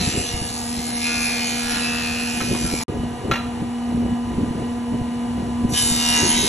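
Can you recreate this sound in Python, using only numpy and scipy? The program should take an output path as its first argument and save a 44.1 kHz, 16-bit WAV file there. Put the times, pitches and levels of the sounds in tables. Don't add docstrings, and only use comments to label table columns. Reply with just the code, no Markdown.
import sys
import numpy as np
from scipy import signal
from scipy.fft import rfft, irfft, next_fast_len
from scipy.io import wavfile
from scipy.ndimage import uniform_filter1d

SR = 44100
rng = np.random.default_rng(int(sys.argv[2]) if len(sys.argv) > 2 else 0)


def master_out(mix):
    frames = np.transpose(np.atleast_2d(mix))
    ceiling = np.clip(frames, -1, 1)
    pcm = np.round(ceiling * 32767).astype(np.int16)
    wavfile.write(sys.argv[1], SR, pcm)


def ratio_of_db(decibels):
    return 10 ** (np.asarray(decibels, float) / 20)


N = 286076

# time in seconds, cut level in dB, brightness in dB,
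# chip hiss against the knife bites in dB.
BOARD_PASSES = [
    [(0.0, -30.5, -7.5, 0.5), (0.26, -37, -7, 6.5), (0.6, -38.5, 3, -5.5), (0.97, -38, -4.5, 4),
     (1.07, -28.5, -4.5, -4.5), (1.66, -33, -4, -1), (1.73, -31.5, -10.5, 7), (2.03, -31.5, -4.5, -6),
     (2.83, -37.5, 0.5, 0.5)],
    [(5.69, -57, 23, -11), (5.742, -16, 0, -24), (5.776, -24.5, 1, -5.5), (5.85, -28.5, 4.5, -7),
     (5.98, -28, 1.5, -7), (6.172, -22.5, -6, -4.5), (6.312, -26.5, -3.5, -1), (6.487, -27, -1.5, -7.5)],
]
KNIFE_LEVELS = [0, -14, -19]
# start in seconds, end in seconds.
SCENE_CHANGE = (2.836, 2.8815)
# time in seconds, buffet level in dB, buffet pitch in Hz, spread of the gust in seconds.
WIND_GUSTS = [(0.014, -15.5, 176, 0.053), (0.079, -11.5, 190, 0.01), (0.179, -16, 232, 0.044),
              (0.343, -20.5, 105, .04), (0.419, -20.5, 143, 0.053), (0.792, -24.5, 132, 0.15),
              (2.42, -20.5, 216, 0.032), (2.515, -15.5, 236, 0.038), (2.652, -13.5, 148, 0.035),
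              (2.738, -16, 237, 0.013), (2.945, -22, 340, 0.05), (3.002, -19, 128, 0.15),
              (3.264, -23, 325, 0.034), (3.304, -15.5, 352, 0.016), (3.624, -14.5, 173, 0.027),
              (3.95, -18.5, 151, 0.082), (4.038, -18.5, 230, 0.071), (4.128, -17.5, 175, 0.012),
              (4.383, -13.5, 150, 0.067), (4.435, -13, 223, 0.032), (4.51, -16.5, 177, 0.034),
              (4.595, -22, 308, 0.046), (4.948, -19.5, 310, 0.023), (5.015, -17, 149, 0.016),
              (5.429, -18, 200, 0.053), (5.653, -13.5, 155, 0.036), (5.727, -15.5, 188, 0.015),
              (5.92, -19, 117, 0.072), (6.253, -16.5, 304, 0.048), (6.456, -20, 311, 0.099)]


def evened(x):
    return x / np.sqrt(np.mean(abs(x) ** 2) + 1e-20)


def read(points, hz):
    f, value = np.transpose(points)
    return np.interp(np.log(hz + 1), np.log(f + 1), value)


def column(tables, t, order):
    rows = np.concatenate(tables)
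    return np.interp(t, rows[:, 0], rows[:, order])


def add(mix, s, sound):
    part = mix[..., max(round(s * SR), 0):][..., :sound.shape[-1]]
    part += sound[..., :part.shape[-1]]


def coloured(x, points):
    size = next_fast_len(N)
    gain = ratio_of_db(read(points, np.fft.rfftfreq(size, 1 / SR)))
    return evened(irfft(rfft(x, size) * gain, size)[..., :N])


def slow(hz):
    frames = N // 64 + 2
    fall = 1 / (1 + (np.fft.rfftfreq(frames, 64 / SR) / hz) ** 4)
    curves = evened(irfft(rfft(rng.standard_normal((2, frames))) * fall, frames))
    return np.array([np.interp(np.arange(N) / 64, np.arange(frames), c) for c in curves])


def resonate(x, hz, width):
    r = np.exp(-np.pi * width / SR)
    return signal.lfilter([1 - r], [1, -2 * r * np.cos(2 * np.pi * hz / SR), r * r], x)


def spectrum(x):
    return signal.stft(x, SR, nperseg=2048, noverlap=1536)


def waveform(z):
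    return signal.istft(z, nperseg=2048, noverlap=1536)[1][..., :N]


def turns():
    # time in seconds, shaft speed in Hz.
    shaft_speed = [(0, 79.6), (2.8, 79.63), (2.9, 79.7), (5.7, 79.7), (5.85, 79.62), (6.1, 79.51),
                   (6.49, 79.4)]
    s, hz = np.transpose(shaft_speed)
    return np.cumsum(np.interp(np.arange(N) / SR, s, hz)) / SR


def knife_bites(wobble=.07):
    passes = len(KNIFE_LEVELS) * turns()
    hit = np.flatnonzero(np.diff(passes // 1) > 0)
    knife = (passes[hit + 1] % len(KNIFE_LEVELS)).astype(int)
    bites = np.zeros(N)
    bites[hit] = ratio_of_db(KNIFE_LEVELS)[knife] * (1 + wobble * rng.standard_normal(len(hit)))
    return bites


def board_resonances(hz, when, width=40, ring_db=-2, skirt=0.5, skirt_width=300):
    # start in seconds, end in seconds, pitch in Hz, gain in dB.
    board_modes = [(0.0, 0.338, 7440, 17), (0.076, 0.56, 2890, 6.5), (0.97, 1.248, 2390, 8),
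                   (0.99, 1.658, 2452, 14), (6.198, 6.5, 4370, 4), (0.72, 1.7, 4220, 6),
                   (1.05, 1.922, 1433, 9.5), (1.36, 1.74, 2950, 9), (1.587, 2.62, 1743, 7),
                   (1.89, 2.476, 1474, 9.5), (1.8, 2.5, 2654, 12), (2.124, 2.56, 2810, 9),
                   (2.0, 2.712, 2483, 10), (2.563, 2.8, 7430, 15), (5.696, 6.16, 3627, 13),
                   (5.72, 5.9, 3035, 26.5), (5.723, 5.86, 1650, 15), (5.95, 6.32, 2832, 13),
                   (5.954, 6.5, 987, 11), (6.002, 6.322, 5803, 8), (6.015, 6.3, 1880, -2),
                   (6.137, 6.483, 6530, 19.5), (6.26, 6.513, 3050, 16), (6.309, 6.5, 2400, 5.5),
                   (6.33, 6.502, 3826, 21), (5.8, 6.106, 1370, 11.5), (0.0, 0.395, 2556, 8.5),
                   (2.62, 2.78, 1390, 24.5), (2.674, 2.9, 2250, 15), (2.508, 2.818, 3770, 2)]
    rings = skirts = 0
    for (start, end, mode_hz, db), lag in zip(board_modes, rng.random(len(board_modes))):
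        on = np.clip(np.minimum((when - start) / .05, (end - when) / .3 + .4), 0, 1)
        peak = ratio_of_db(db + ring_db - skirt * db) / (1 + 1j * (hz - mode_hz) / width) ** 2
        rings = rings + np.outer(peak, on * np.exp(2j * np.pi * lag))
        skirts = skirts + np.outer(skirt * db / (1 + ((hz - mode_hz) / skirt_width) ** 2) ** 2, on)
    return rings, skirts


def cutting(direct=0.26, treble_direct=0.27, gate=0.35, patchy_db=4.0):
    # frequency in Hz, level in dB.
    bite_colour = [(300, -11), (600, 0.5), (1000, -1.5), (1500, 0.5), (2300, 6), (3000, 3), (4000, 3.5),
                   (5000, 7), (6500, -1.5), (8000, 2), (9500, -5), (11000, -14), (12500, -11), (14000, -55)]
    # frequency in Hz, level in dB.
    chip_colour = [(300, 8), (600, -28), (1000, -27), (1500, 0), (2300, 5), (3000, 2.5), (4000, 6.5),
                   (5000, 7.5), (6500, 7), (8000, 4), (9500, 16), (11000, 8.5), (12500, -21), (14000, -53)]
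    t, bites = np.arange(N) / SR, knife_bites()
    hz, when, z = spectrum(bites)
    a, b = rng.standard_normal((2, len(when), 2, len(hz))).transpose(0, 2, 3, 1)

    scatter = uniform_filter1d(uniform_filter1d(a + 1j * b, size=24, axis=2), size=24, axis=2)
    straight = direct + (treble_direct / (1 + (5000 / (hz + 1)) ** 6))[:, None]
    paths = straight + evened(scatter)
    rings, skirts = board_resonances(hz, when)
    octaves = np.clip(np.log2(hz / 3000 + 1e-9), 0, 1)
    bright = np.outer(octaves, column(BOARD_PASSES, when, order=2) + 4) + skirts
    tone = waveform(z * (paths + rings) * ratio_of_db(read(bite_colour, hz)[:, None] + bright))

    beat = 1 - gate + gate * evened(signal.lfilter([1], [1, -.99], bites))
    hiss = coloured(rng.standard_normal((2, N)) * beat, chip_colour)
    patches = evened(uniform_filter1d(uniform_filter1d(a[0], size=20, axis=0), size=6, axis=1))
    hiss = waveform(spectrum(hiss)[2] * ratio_of_db(bright + patchy_db * patches))

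    tone /= np.sqrt(uniform_filter1d((tone ** 2).mean(0), size=6000))
    feeding = (t < SCENE_CHANGE[0]) | (t > BOARD_PASSES[1][0][0])
    level = ratio_of_db(column(BOARD_PASSES, t, order=1) + 3.0)
    return feeding * level * (tone + ratio_of_db(column(BOARD_PASSES, t, order=3)) * hiss)


def knife_hum(waver_db=1.37, upper_waver_db=3.5):
    # time in seconds, hum level in dB.
    hum_levels = [(0.07, -37.5), (0.48, -36.5), (0.7, -29), (2.0, -28), (2.66, -27), (2.86, -33),
                  (3.01, -27.5), (3.22, -36), (3.33, -29), (4.07, -23), (4.43, -27), (4.51, -32.5),
                  (4.7, -25), (5.67, -24), (5.81, -31.5), (5.96, -25), (6.4, -27.5), (6.49, -40)]
    # multiple of the knife rate, level in dB.
    hum_orders = [(1, 0), (2, -16), (3, -19), (4, -23), (5, -37), (6, -58), (7, -32), (8, -28.5)]
    angle = 2 * np.pi * len(KNIFE_LEVELS) * turns()
    level_db = column([hum_levels], np.arange(N) / SR, order=1)
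    gusty = np.clip(20 * np.log10(gusting()[0]) / 6 + 7, .5, 3)
    gain = np.sqrt(2) * ratio_of_db(level_db - 3.5 + waver_db * gusty * slow(38)[0])
    hum = gain * np.sin(angle + 0.13 * slow(12)[0])
    for k, db in hum_orders[1:]:
        hum = hum + ratio_of_db(db - 28 + upper_waver_db * slow(18.0)) * np.sin(k * angle + 0.41 * slow(9.6))
    return hum


def motor_and_air(belt_hz=1001, steady_hz=2887, steady_db=-54, roar_db=-38):
    # frequency in Hz, level in dB.
    roar_colour = [(60, -18), (300, -6), (600, -17), (800, -4), (1050, -13), (1300, -14), (2000, -18),
                   (3500, -21.5), (5000, -24.5), (7000, -26.5), (8500, -19.5), (10000, -20), (11500, -34),
                   (12200, -72)]
    # pitch in Hz, bandwidth in Hz, level in dB.
    fuzzy_whines = [(778, 1.6, -49.5), (895, 2.6, -51), (712, 16, -51.5), (730, 5, -49), (1225, 18, -54),
                    (2954, 10, -55)]
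    # time in seconds, level in dB.
    belt_levels = [(0, -97), (2.9, -46), (3.9, -49.5), (4.2, -42), (5.3, -43.5), (5.6, -42)]
    t, air = np.arange(N) / SR, rng.standard_normal((2, N))
    whines = sum(ratio_of_db(db) * evened(resonate(air, hz, width)) for hz, width, db in fuzzy_whines)
    belt_gain = ratio_of_db(column([belt_levels], t, order=1) + 1.0 * slow(3.3)[0])
    whines += belt_gain * np.sin(2 * np.pi * belt_hz * t + .5 * slow(4.3))
    whines += ratio_of_db(steady_db + 1.5 * slow(8)) * np.sin(2 * np.pi * steady_hz * t + 1.3 * slow(9))
    return whines + ratio_of_db(roar_db + 0.46 * slow(3.5)[0]) * coloured(air, roar_colour)


def gusting(rumble_db=-14.5, reach_db=-0.5, reach_db_per_octave=12, calm_reach_db=-13.5):
    # time in seconds, rumble level in dB.
    breeze_levels = [(0.3, -40), (1.1, -43), (2.3, -37), (3.4, -34.5), (3.75, -41.5), (4.3, -37),
                     (5.3, -36), (5.85, -36.5), (6.49, -41)]
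    t = np.arange(0, N + 64, 64) / SR
    low = ratio_of_db(column([breeze_levels], t, order=1)) ** 2
    mids = low * ratio_of_db(calm_reach_db) ** 2
    for s, db, hz, spread in WIND_GUSTS:
        swell = ratio_of_db(db + rumble_db) ** 2 * np.exp(-((t - s) / max(spread, .01)) ** 2)
        low = low + swell
        mids = mids + swell * ratio_of_db(reach_db + reach_db_per_octave * np.log2(hz / 200)) ** 2
    return [np.interp(np.arange(N) / SR, t, np.sqrt(power)) for power in (low, mids)]


def wind(lumpy_db=2.5, cycles=2.2):
    # frequency in Hz, level in dB.
    rumble_colour = [(20, -60), (34, -22), (55, 0), (110, 0), (200, -8), (350, -13), (600, -24),
                     (1000, -48), (3000, -80)]
    low, mids = coloured(rng.standard_normal((2, 2, N)), rumble_colour)
    band = signal.butter(2, [220, 620], "bandpass", fs=SR, output="sos")
    mids = evened(signal.sosfilt(band, mids))
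    low_gain, mid_gain = gusting()
    out = ratio_of_db(lumpy_db * slow(33)[0]) * (low_gain * low + mid_gain * mids)
    for (s, db, hz, _), (phase, bend) in zip(WIND_GUSTS, rng.random((len(WIND_GUSTS), 2))):
        u = np.arange(-cycles, cycles, hz / SR)
        swing = np.cos(2 * np.pi * (phase + u + 1.35 * (bend - .5) * u ** 2))
        puff = np.exp(-4 * (u / cycles) ** 2) * swing
        add(out, s - cycles / hz, ratio_of_db(db - 3.5) * puff)
    return out


def clanks(rattle=1.1, room_db=-4, room_t60=0.56):
    # time in seconds, peak level in dB, own ring in Hz, its 60 dB decay in seconds.
    strikes = [
        (2.404, -18, 1300, 0.1),
        (2.411, -19, 1513, 0.086),
        (2.549, -23, 1100, .05),
        (2.806, -21, 886, 0.085),
        (3.3122, -8, 1357, 0.16),
        (3.3364, -14, 2785, 0.11),
        (3.3562, -16, 1870, 0.049),
    ]
    # frequency in Hz, level in dB, 60 dB decay in seconds.
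    metal_modes = [(958, -14, .06), (1798, -12, .05), (2400, -13, .04), (2799, -14, .04), (3370, -15, .05),
                   (3990, -13, .2), (6100, -10, .02)]
    t, dry = np.arange(9000) / SR, np.zeros(N)
    for s, db, hz, own_t60 in strikes:
        modes = list(metal_modes) + [(hz, 0, own_t60)]
        ring = sum(ratio_of_db(d - 60 * t / t60) * np.sin(2 * np.pi * f * t) for f, d, t60 in modes)
        crack = evened(resonate(rng.standard_normal(len(t)), 2100, 2500)) * ratio_of_db(-60 * t / .09)
        add(dry, s, ratio_of_db(db - 10.5) * (ring + 0.9 * rattle * crack) * np.minimum(t / 0.0011, 1))
    u = np.arange(SR // 2) / SR
    tail = rng.standard_normal((2, len(u))) * ratio_of_db(-60 * u / room_t60) * (u > .008)
    echo = signal.fftconvolve(dry[None], tail / np.linalg.norm(tail[0]), axes=1)[:, :N]
    return dry + ratio_of_db(room_db) * echo


def treble_gated(ports, under_db=12, faint_db=24, from_hz=4400, fickle_db=3):
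    hz, _, z = spectrum(np.array([ports[0] + ports[1], ports[0] - ports[1]]) / 2)
    bands = abs(z[:, :-1]).reshape(2, 128, 8, -1) ** 2
    power = uniform_filter1d(bands.mean(2), size=3, axis=2)
    treble = (hz[:-1:8] > from_hz)[:, None]
    drift = fickle_db * evened(uniform_filter1d(rng.standard_normal(power.shape[2]), size=10))
    weak = power < power[::-1] * ratio_of_db(-2 * under_db - drift)
    faint = power < (power * treble).max((0, 1)) * ratio_of_db(-2 * (faint_db + drift))
    z[:, :-1] *= np.repeat(~(treble & (weak | faint)), 8, axis=1)
    mid, side = waveform(z)
    return np.array([mid + side, mid - side])


def scene():
    return cutting() + knife_hum() + motor_and_air() + wind() + clanks()


def roll_off(x):
    return signal.sosfilt(signal.butter(12, 12870, fs=SR, output="sos"), x)


def record(dry):
    # frequency in Hz, lead of the left port in half turns.
    port_phase = [(0, 0), (1030, -.16), (2410, .13), (4100, .25), (4900, 1), (5680, 1.93), (6350, 2.06),
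                  (8400, 2.86), (9500, 3.06), (10900, 3.5), (11800, 4)]
    # frequency in Hz, unshared part in dB.
    port_apart = [(60, -20), (250, -14), (500, -8), (1000, -6), (2000, -6), (4000, -5), (4900, -11),
                  (6000, -18), (7200, -7), (9000, -18)]
    size = next_fast_len(N)
    hz = np.fft.rfftfreq(size, 1 / SR)
    a, b = rfft(dry, size) / np.sqrt(2)
    apart = ratio_of_db(read(port_apart, hz)) * (a - b)
    turn = np.exp(.5j * np.pi * read(port_phase, hz))
    ports = treble_gated(irfft(np.array([(a + b + apart) * turn, (a + b - apart) / turn]), size)[:, :N])
    t = np.arange(N) / SR
    start, end = SCENE_CHANGE
    fading = .012 * np.clip(1 - (t - start) / 0.022, 0, 1)
    ports *= np.where(t < start, 1, np.where(t < end, fading, 1))
    return roll_off(ports)


dry = scene()
out = record(dry)
master_out(out)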